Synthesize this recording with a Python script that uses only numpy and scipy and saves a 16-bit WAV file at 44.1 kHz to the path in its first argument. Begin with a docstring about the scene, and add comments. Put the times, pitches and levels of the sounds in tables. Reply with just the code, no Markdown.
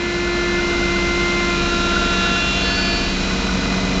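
"""Cold six-cylinder at fast idle

Heard from the driver's seat. Crank orders throb in the cabin over combustion rumble, valve clatter
and engine bay hiss. The belt drives a whining vane pump, a faintly singing alternator and a
chafing pulley. The whine grows shrill, then dies down after three seconds."""
import sys
import numpy as np
from scipy import signal
from scipy.fft import rfft, irfft
from scipy.io import wavfile
from scipy.ndimage import uniform_filter1d

SR = 44100
rng = np.random.default_rng(int(sys.argv[2]) if len(sys.argv) > 2 else 0)


def wav_record(signal):
    """Record a signal, one row per channel, as 16-bit PCM in the file named by sys.argv[1]."""
    frames = np.transpose(np.atleast_2d(signal))
    bounded = np.clip(frames, -1, 1)
    # unit amplitude maps onto the largest positive 16-bit level
    quanta = np.round(bounded * 32767).astype(np.int16)
    wavfile.write(sys.argv[1], SR, quanta)


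N = 176400
T = np.arange(N) / SR


def undb(db):
    """Decibels to gain."""
    return 10 ** (np.asarray(db) / 20)


def curve(rows):
    """Straight lines through (t/s, value) rows."""
    return np.interp(T, *np.array(rows, float).T[:2])


def walk(rate_hz):
    """Smooth random wander, spread near 1."""
    hold = int(SR / rate_hz)
    steps = np.repeat(rng.standard_normal(N // hold + 2), hold)[rng.integers(hold):]
    return 1.3 * uniform_filter1d(uniform_filter1d(steps, hold), hold)[:N]


def noise(colour):
    """Unit-RMS noise with spectral gain colour(f/Hz)."""
    hz = np.maximum(np.arange(N // 2 + 1) * SR / N, 1)
    x = irfft(rfft(rng.standard_normal(N)) * colour(hz), N)
    return x / x.std()


def shaped(points):
    """Unit-RMS noise through (f/Hz, level/dB) rows, falling 12 dB/octave outside."""
    hz, db = np.array(points, float).T
    return noise(lambda f: undb(np.interp(np.log(f), np.log(hz), db))
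                 * np.minimum(f / hz[0], 1) ** 2 * np.minimum(hz[-1] / f, 1) ** 2)


def resonance(hz, width_hz):
    """Unit-RMS noise in one steep resonance."""
    return noise(lambda f: 1 / (1 + ((f - hz) / width_hz) ** 2))


def tone(turns):
    """Unit-RMS sine, random start phase."""
    return np.sqrt(2) * np.sin(2 * np.pi * (turns + rng.random()))


def swell(turns, depth):
    """One swell per turn."""
    return 1 + depth * np.cos(2 * np.pi * turns)


# pump vane rate, tied to engine speed: t/s, f/Hz
VANE_HZ = [(0, 348.4), (0.15, 348.7), (0.47, 350), (0.8, 347.4), (1.05, 346.8), (1.27, 348.8),
           (1.45, 347.5), (1.7, 344.8), (2, 345.6), (2.25, 344.1), (2.55, 345.2), (2.95, 343.8),
           (3.3, 343.1), (3.55, 343.5), (3.75, 341.6), (4, 342)]
VANES_PER_REV, ALTERNATOR_PER_REV, PULLEY_PER_REV, FIRINGS_PER_REV = 21.96, 2.222, 2.396, 3


def crankshaft():
    """Crank angle in turns; the idle sags and jitters slightly."""
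    vane_hz = curve(VANE_HZ) * (1 + 0.00052 * walk(29.96))
    return np.cumsum(vane_hz) / VANES_PER_REV / SR


# engine lines: multiple of crank rate
ENGINE_ORDERS = np.array([2, 3, 4, 6, 7, 9, 11, 12, 14, 15, 16, 17, 18, 19, 24, 25, 29, 30])
# per order: level/dB
ENGINE_DB = [-31.5, -31, -32, -49.5, -41, -44.5, -45, -27.5, -45.5, -41.5, -38.5, -43.5, -33.5, -51.5,
             -42.5, -42.5, -53, -38.5]
# cabin boom: t/s, level/dB
BOOM_DB = [(0, -7.5), (.8, -3), (1.45, -3.5), (1.6, -1), (2.6, -1.5), (3.2, -1), (3.6, 1.5), (4, 3.5)]
# second-order throb: t/s, level/dB
THROB_DB = [(0, -13), (.65, -3.5), (1.06, -2), (1.39, -12), (1.65, 1.5), (2.15, 0.5), (2.35, -9),
            (3.15, 3.5), (3.8, -8), (4, 4.5)]
# combustion rumble: f/Hz, level/dB
RUMBLE_SPECTRUM = [(20, -10), (45, -3), (80, -2), (100, -7.5), (125, -2), (170, -0.5), (230, -1),
                   (300, -10), (400, -21.5), (600, -29)]


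def engine(crank):
    """Crank orders boom in the cabin; combustion rumble swells with each firing."""
    crank_hz, full_boom_above_hz = VANE_HZ[0][1] / VANES_PER_REV, 150
    boom_db, lines = curve(BOOM_DB), 0
    for order, db in zip(ENGINE_ORDERS, ENGINE_DB):
        if order == 2:
            lift_db = curve(THROB_DB)
        else:
            lift_db = boom_db * (1 if order * crank_hz > full_boom_above_hz else .5)
        lines += undb(db + lift_db + 0.93 * walk(9)) * tone(order * crank)
    rumble = undb(-29.5 + .45 * boom_db) * shaped(RUMBLE_SPECTRUM)
    return lines + rumble * swell(FIRINGS_PER_REV * crank, depth=0.23)


# clatter: t/s, level/dB
CLATTER_DB = [(0, -37.5), (.7, -34), (1.3, -38.5), (2.3, -38), (3.2, -36), (4, -30.5)]
# clatter: f/Hz, level/dB
CLATTER_SPECTRUM = [(500, -13.5), (600, -0.5), (690, 2.5), (780, -8), (930, -3.5), (1250, -4.5),
                    (1400, -15.5)]


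def valve_train(crank):
    """Dense, dull clatter, swelling with each firing."""
    clatter = undb(curve(CLATTER_DB)) * shaped(CLATTER_SPECTRUM)
    return clatter * swell(FIRINGS_PER_REV * crank, depth=.25)


# pump fundamental: t/s, level/dB
HUM_DB = [(0, -25.5), (.4, -22.5), (1.3, -24.5), (1.95, -27), (2.5, -34.5), (2.95, -32), (3.3, -35.5),
          (4, -43)]
# pump harmonics from the 2nd up: level/dB
HARMONIC_DB = [-35, -35.5, -27, -35, -25, -39.5, -29.5, -38.5, -36, -36.5, -42, -47, -52, -51, -54, -55,
               -51, -52, -53, -51]
# harmonics 2-5: t/s, level/dB
LOW_WHINE_DB = [(0, -10), (.8, -7), (1.5, -2.5), (1.9, -.3), (2.35, -.3), (2.55, -5.5), (2.9, -9),
                (3.25, -18), (4, -17)]
# harmonic 6: t/s, level/dB
SIXTH_DB = [(0, -7), (.5, -5.5), (.57, -3), (1.35, .5), (1.52, -2), (1.6, -18), (3.55, -22), (3.72, -12),
            (4, -15)]
# harmonics 7 and up: t/s, level/dB
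HIGH_WHINE_DB = [(0, -14), (1.1, -8.5), (1.7, -4), (2.2, -1.5), (2.5, 1), (2.95, 0), (3.2, -9.5), (4, -26)]
# flares of the nearest harmonic: start/s, end/s, f/Hz, lift/dB
SQUEALS = [(0, .6, 1745, 11), (.9, 1.58, 1040, 5), (1.48, 1.68, 2420, 10), (1.58, 2.3, 3800, 6),
           (2.12, 2.42, 1725, 6), (2.36, 2.75, 3450, 4.5), (2.55, 3.2, 690, 9), (2.62, 2.76, 4140, 7),
           (2.62, 3.45, 4470, 15), (2.64, 3.15, 1720, 11), (2.65, 3.1, 5160, 9), (2.76, 3.08, 2410, 8),
           (2.76, 3.45, 4815, 15)]


def pump(crank):
    """Vane pressure ripple: a hum and wavering harmonics, some flaring into a squeal."""
    vanes, mean_vane_hz = VANES_PER_REV * crank, np.array(VANE_HZ)[:, 1].mean()
    waver_db, flutter_db, ramp_s = 1.5, 0.6, 0.029
    ripple = undb(curve(HUM_DB)) * tone(vanes)
    for k, db in enumerate(HARMONIC_DB, 2):
        if k == 6:
            level_db = db + curve(SIXTH_DB)
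        else:
            level_db = db + curve(LOW_WHINE_DB if k < 6 else HIGH_WHINE_DB) + waver_db * walk(4)
        for start, end, hz, lift_db in SQUEALS:
            if round(hz / mean_vane_hz) == k:
                level_db += lift_db * np.clip(np.minimum(T - start, end - T) / ramp_s + .5, 0, 1)
        ripple += undb(level_db + flutter_db * walk(39.96)) * tone(k * vanes)
    return ripple


# alternator lines: multiple of shaft rate
SHAFT_ORDERS = np.array([6, 36, 72, 78, 114])
# per order: level/dB
SHAFT_DB = [-37, -48.5, -37.5, -57, -38.5]


def alternator(crank):
    """Faint, unsteady lines from the poles and slots, slowly growing louder."""
    shaft = ALTERNATOR_PER_REV * crank
    waver_db, rise_db_per_s = 1.56, 0.7
    lines = sum(undb(db + waver_db * walk(25)) * tone(order * shaft)
                for order, db in zip(SHAFT_ORDERS, SHAFT_DB))
    return lines * undb(rise_db_per_s * (T - T.mean()))


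# belt chafe: t/s, level/dB
CHAFE_DB = [(0, -37.5), (.65, -36.5), (1.4, -37), (2.2, -34.5), (2.8, -37), (3.2, -37.5), (4, -36)]
# belt chirps: t/s, peak level/dB
BELT_CHIRPS = [(.277, -25.5), (.594, -23), (.832, -23.5), (.965, -22.5), (1.967, -19), (2.26, -23),
               (2.366, -21.5), (2.708, -25), (2.786, -23)]


def pulley(crank):
    """The belt chafes unevenly once per pulley turn and now and then chirps."""
    ring_hz, scatter_db, chirp_sigma_s = 1468, 2.5, .005
    chafe = resonance(ring_hz, width_hz=37) * swell(PULLEY_PER_REV * crank, depth=0.74)
    chafe *= undb(scatter_db * walk(35.12))
    chirps = sum(undb(db) * np.exp(-((T - at) / chirp_sigma_s) ** 2 / 2) * tone(ring_hz * T)
                 for at, db in BELT_CHIRPS)
    return undb(curve(CHAFE_DB)) * chafe / chafe.std() + chirps


# bay hiss: t/s, level/dB
HISS_DB = [(0, -30), (.7, -27.5), (2.2, -25), (3.0, -26.5), (3.3, -26), (4, -27)]
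# bay hiss: f/Hz, level/dB
HISS_SPECTRUM = [(350, -7), (450, -5.5), (530, -13), (620, -6.5), (720, -8.5), (800, -11.5), (930, -9.5),
                 (1280, -10), (1430, -9), (1610, -11), (1950, -12), (2250, -10.5), (2500, -13.5),
                 (2900, -9), (3400, -12.5), (4100, -10.5), (4600, -14), (5600, -14.5), (6400, -18),
                 (7200, -20), (7600, -26.5), (7950, -40.5), (8450, -38), (8950, -54.5)]
# panel resonances: f/Hz, width/Hz, level/dB
PANEL_MODES = [(2418, 82, -37.5), (4040, 170, -42.5), (2000, 35, -40), (486, 69, -42)]


def engine_bay(crank):
    """Intake and belt hiss with panel resonances, pulsing lightly with the firings."""
    hiss = undb(curve(HISS_DB)) * shaped(HISS_SPECTRUM)
    panels = sum(undb(db) * resonance(hz, width_hz) for hz, width_hz, db in PANEL_MODES)
    flicker = undb(0.08 * walk(30))
    return (hiss + panels) * swell(FIRINGS_PER_REV * crank, depth=.05) * flicker


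def scene():
    """Mono sum; everything turns with the crankshaft."""
    crank = crankshaft()
    sources = (engine, valve_train, pump, alternator, pulley, engine_bay)
    return sum(source(crank) for source in sources)[None]


def record(dry):
    """Steep treble cut."""
    cutoff_hz = 9000
    return signal.sosfilt(signal.ellip(10, .2, 90, cutoff_hz, fs=SR, output="sos"), dry)


dry = scene()
out = record(dry)
wav_record(out)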